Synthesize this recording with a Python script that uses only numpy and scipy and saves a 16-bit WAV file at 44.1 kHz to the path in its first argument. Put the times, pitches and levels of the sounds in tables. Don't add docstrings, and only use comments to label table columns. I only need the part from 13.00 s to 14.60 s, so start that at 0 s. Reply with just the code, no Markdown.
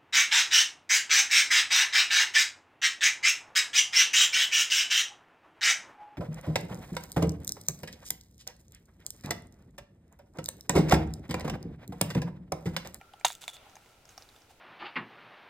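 import sys
import numpy as np
from scipy import signal
from scipy.fft import rfft, irfft, next_fast_len
from scipy.io import wavfile

SR = 44100
rng = np.random.default_rng(int(sys.argv[2]) if len(sys.argv) > 2 else 0)


def put_to_file(sound):
    columns = np.atleast_2d(sound).T
    safe = np.clip(columns, -1, 1)
    whole_steps = np.round(safe * 32767)
    wavfile.write(sys.argv[1], SR, whole_steps.astype(np.int16))


N = 70560

# frequency in Hz, gain in dB.
AIR_SPECTRUM = [(25, -2.5), (90, 0.5), (200, -6.5), (430, -5.5), (820, -6.5), (1150, -15), (1700, -15.5),
                (2300, -12.5), (6000, -20), (15500, -26.5)]
LEAF_SPECTRUM = [(300, -6), (800, 4), (1500, 0.5), (5500, -3.5), (9000, -8), (15000, -12.5)]
CRACK_BODY = [(60, -48), (200, -25), (420, -31), (700, -4), (920, -1), (1250, -8), (1700, -14), (3000, -40)]
CRACK_MIDDLE = [(700, -29), (1400, -17.5), (2000, 0.5), (2500, -6.5), (3700, 4.5), (4600, -6),
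                (7000, -30.5)]
CRACK_TREBLE = [(2500, -45), (4400, 1), (5700, -5), (6600, 10.5), (8000, -2.5), (10500, -1), (12500, -16),
                (15000, -1.5), (16500, -24)]
SKIN_SPECTRUM = [(60, -22.5), (500, -16), (900, -12), (1500, -8), (3500, -1.5), (5300, -5.5), (7500, -4),
                 (16000, -15.5)]
SLEEVE_SPECTRUM = [(100, -10), (400, -4.5), (800, 2.5), (1500, -9), (3000, -5), (5000, -16), (15000, -26)]
# start in seconds, level in dB, pitch in Hz.
SCALE_TICKS = [(0.0125, -51, 2270), (0.136, -52.5, 3300), (0.198, -58, 7200), (0.211, -52, 2150),
               (0.4795, -54, 4800), (.696, -59.5, 5900), (0.755, -50, 5950), (.767, -54.5, 2200),
               (0.86, -58.5, 2300), (1.054, -55.5, 6150), (1.0911, -53, 5970), (1.178, -43, 5080),
               (1.2226, -50, 4860), (1.2893, -53.5, 4200), (1.3619, -56.5, 3670), (1.419, -60.5, 5400)]
STALK_KNOCKS = [(.0125, -48.5, 805), (0.138, -47, 817), (.211, -55.5, 820), (.4797, -46.5, 748),
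                (.665, -53, 863), (0.766, -48, 844), (1.178, -50, 793), (1.507, -53.5, 802)]
# frequency in Hz, level in dB, T60 in seconds.
CORE_MODES = [(278, -33.5, 0.029), (850, -26.5, 0.042), (956.5, -29, 0.07), (1301.6, -25.5, 0.048),
              (6380, -18.5, 0.029)]
# start in seconds, then body, middle and treble levels in dB.
FIBRE_BURSTS = [(0.2475, -39, -23, -40), (0.2495, -37, -25, -30), (0.2512, -38, -27, -27),
                (.2533, -34.5, -33.5, -28.5), (.2549, -28.5, -33, -39), (.2572, -37, -63, -48),
                (.2605, -44, -42, -44), (0.2651, -44, -30, -54), (0.269, -55, -41, -53),
                (.2823, -56, -43, -37.5), (.2860, -49.5, -42.5, -50), (.3027, -40.5, -40.5, -59),
                (.3120, -51, -47.5, -58), (.3216, -76, -46, -43.5), (.3293, -62, -57, -47),
                (.3516, -79, -50.5, -46.5), (.4180, -62, -54, -51), (0.4245, -59, -51, -61),
                (0.4326, -59, -49, -56), (.4392, -50, -46, -53), (0.442, -63, -49, -60),
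                (.4796, -42.5, -33.5, -39), (0.495, -55, -51, -63), (.5418, -61, -58, -52.5),
                (.5675, -63, -48.5, -63)]
# frequency in Hz, width in Hz, gain in dB.
STALK_MODES = [(2800, 37, -4), (3496, 62, -5.5), (3750, 50, -14.5), (7900, 160, 1.5)]
# start in seconds, length in seconds, level in dB, fall in dB per second.
SKIN_TEARS = [(0.251, 0.16, -34.5, 240), (0.41, 0.037, -54.5, 19), (.481, .02, -50, 220),
              (0.532, 0.024, -54.5, 152)]
# centre in seconds, width in seconds, level in dB.
SLEEVE_SWISHES = [(.64, 0.12, -58.5)]
LEAF_BRUSHES = [(.73, 0.067, -68.5), (.89, 0.11, -66.5), (1.11, 0.036, -60.5), (1.21, 0.051, -61),
                (1.36, 0.092, -64.5), (1.51, 0.017, -61.5)]
RECOIL, RECOIL_HZ = [(.263, 0.015, -57)], 139.1
SQUEAKS, SQUEAK_HZ, SQUEAK_WIDTH_HZ = [(.492, 0.0073, -50.5), (.545, 0.037, -56.5)], 3500, 290
# frequency in Hz, left-right correlation.
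NOISE_CORRELATION = [(100, 1), (550, 0.86), (1650, 0.53), (6000, 0.036)]
# frequency in Hz, gain in dB.
SIDE_SPECTRUM = [(200, -22), (1000, -16), (3000, -14.5), (7000, -7), (14000, -2.5)]
# frequency in Hz, left minus right gain in dB.
BALANCE = [(290, 0), (650, -2.9), (1400, -2.5), (3100, -.6), (15000, -1.5)]

RING_ATTACK_S = 0.0015


def amp(db):
    return 10 ** (np.asarray(db) / 20)


def unit(x):
    return x / np.sqrt(np.mean(x ** 2) + 1e-20)


def impact(x, db=0):
    return amp(db) * x * np.sqrt(.003 * SR) / np.linalg.norm(x)


def along(points, hz):
    freqs, values = np.transpose(points)
    return np.interp(np.log(hz + 1), np.log(freqs + 1), values)


def filtered(x, response):
    n = x.shape[-1]
    size = 2 * next_fast_len(n // 2 + 4096)
    return irfft(rfft(x, size) * response(np.fft.rfftfreq(size, 1 / SR)), size)[..., :n]


def coloured(x, points):
    def response(hz):
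        cepstrum = irfft(np.log(amp(along(points, hz))))
        cepstrum[1:len(cepstrum) // 2] *= 2
        cepstrum[len(cepstrum) // 2 + 1:] = 0
        return np.exp(rfft(cepstrum))
    return filtered(x, response)


def resonance(f, hz, width_hz):
    return 1j * f * width_hz / (hz * hz - f * f + 1j * f * width_hz)


def add(track, start_s, sound):
    part = track[round(start_s * SR):][:len(sound)]
    part += sound[:len(part)]


def rush(spectrum):
    def response(hz):
        angle = np.arccos(np.clip(along(NOISE_CORRELATION, hz), -1, 1)) / 2
        return spectrum(hz) * [np.cos(angle), np.sin(angle)]
    mid, side = filtered(rng.standard_normal((2, N)), response)
    return unit(np.array([mid + side, mid - side]))


def crackle(spectrum, per_s, spread_db):
    hits = (rng.random(N) < per_s / SR) * rng.choice([-1, 1], N)
    sizes = amp(spread_db * np.clip(rng.standard_normal(N), -2, 2))
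    return unit(coloured(hits * sizes, spectrum))


def burst(t60_s, spectrum, attack_s=.0001):
    t = np.arange(SR // 20) / SR
    envelope = (1 - np.exp(-t / attack_s)) * amp(-60 * t / t60_s)
    return impact(coloured(envelope * rng.standard_normal(len(t)), spectrum))


def swells(rows):
    t = np.arange(N) / SR
    return sum(amp(db) * np.exp(-((t - centre_s) / width_s) ** 2) for centre_s, width_s, db in rows)


def scatter(x, t60_s):
    t = np.arange(SR // 4) / SR
    tail = rng.standard_normal(len(t)) * amp(-60 * t / t60_s)
    return signal.fftconvolve(x, tail / np.linalg.norm(tail))[:N]


def hillside_air(db=-62):
    return amp(db) * rush(lambda hz: amp(along(AIR_SPECTRUM, hz)))


def far_whine(hz=1363, width_hz=157, db=-63, fade_db_per_s=9):
    level = amp(db - fade_db_per_s * np.arange(N) / SR)
    return level * rush(lambda f: resonance(f, hz, width_hz) ** 2)


def handling(tick_q=2.2, broadband_db=-10, knock_t60_s=0.019, tail_db=-5):
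    hits, t = np.zeros(N), np.arange(SR // 20) / SR
    for start_s, db, hz in SCALE_TICKS:
        click = burst(t60_s=.011, spectrum=LEAF_SPECTRUM)
        tick = filtered(click, lambda f: amp(broadband_db) + resonance(f, hz, hz / tick_q) ** 2)
        add(hits, start_s, impact(tick, db))
    envelope = amp(-60 * t / knock_t60_s) * (1 - np.exp(-t / RING_ATTACK_S))
    for start_s, db, hz in STALK_KNOCKS:
        add(hits, start_s, impact(envelope * np.sin(2 * np.pi * hz * t), db))
    return hits + amp(tail_db) * scatter(hits, t60_s=.05)


def core_pop(start_s=.2474, hz=845, db=-12.8, rise_s=.0013, low_cut_hz=590):
    out, t = np.zeros(N), np.arange(SR // 5) / SR
    envelope = (t / rise_s * np.exp(1 - t / rise_s)) ** 2
    pulse = amp(db) * envelope * np.sin(2 * np.pi * hz * t)
    low_cut = signal.butter(4, low_cut_hz, "highpass", fs=SR, output="sos")
    ring = sum(amp(mode_db - 60 * t / t60_s) * np.sin(2 * np.pi * mode_hz * t)
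               for mode_hz, mode_db, t60_s in CORE_MODES)
    add(out, start_s, signal.sosfilt(low_cut, pulse) + ring * (1 - np.exp(-t / RING_ATTACK_S)))
    return out


def fibre_cracks(thick_db=-26, thick_t60_s=0.0072, db_per_halving=26):
    out, bands = np.zeros(N), (CRACK_BODY, CRACK_MIDDLE, CRACK_TREBLE)
    for start_s, *levels_db in FIBRE_BURSTS:
        t60_s = thick_t60_s * 2 ** ((max(levels_db) - thick_db) / db_per_halving)
        add(out, start_s, sum(amp(db) * burst(t60_s, band) for db, band in zip(levels_db, bands)))
    return out


def through_stalk(x):
    return filtered(x, lambda f: 1 + sum(amp(db) * resonance(f, hz, width_hz)
                                         for hz, width_hz, db in STALK_MODES))


def skin_tearing(release_s=.022):
    level, t = np.zeros(N), np.arange(N) / SR
    for start_s, length_s, db, fall_db_per_s in SKIN_TEARS:
        age_s = t - start_s
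        fade = amp(db - fall_db_per_s * np.clip(age_s, 0, length_s))
        release = np.exp(-np.maximum(age_s - length_s, 0) / release_s)
        level += (age_s >= 0) * fade * release
    return level * crackle(SKIN_SPECTRUM, per_s=2600, spread_db=5.5)


def stem_recoil():
    return swells(RECOIL) * np.sin(2 * np.pi * RECOIL_HZ * np.arange(N) / SR)


def strip_squeak():
    band = filtered(rng.standard_normal(N), lambda f: resonance(f, SQUEAK_HZ, SQUEAK_WIDTH_HZ) ** 2)
    return swells(SQUEAKS) * unit(band)


def sleeve_swish():
    return swells(SLEEVE_SWISHES) * rush(lambda hz: amp(along(SLEEVE_SPECTRUM, hz)))


def leaf_rustle():
    return swells(LEAF_BRUSHES) * crackle(LEAF_SPECTRUM, per_s=2500, spread_db=3)


def shoot_noises():
    return handling() + through_stalk(fibre_cracks() + skin_tearing()) + strip_squeak() + leaf_rustle()


def scene(echo_db=-11):
    near = core_pop() + stem_recoil() + shoot_noises()
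    mid = near + amp(echo_db) * scatter(near, t60_s=0.037)
    side = coloured(shoot_noises(), SIDE_SPECTRUM)
    pair = np.array([mid + side, mid - side])
    pair = filtered(pair, lambda hz: amp(along(BALANCE, hz) * np.array([[.5], [-.5]])))
    return pair + hillside_air() + far_whine() + sleeve_swish()


def record(dry, top_hz=16000):
    return filtered(dry, lambda hz: 1 / np.sqrt(1 + (hz / top_hz) ** 200))


dry = scene()
out = record(dry)
put_to_file(out)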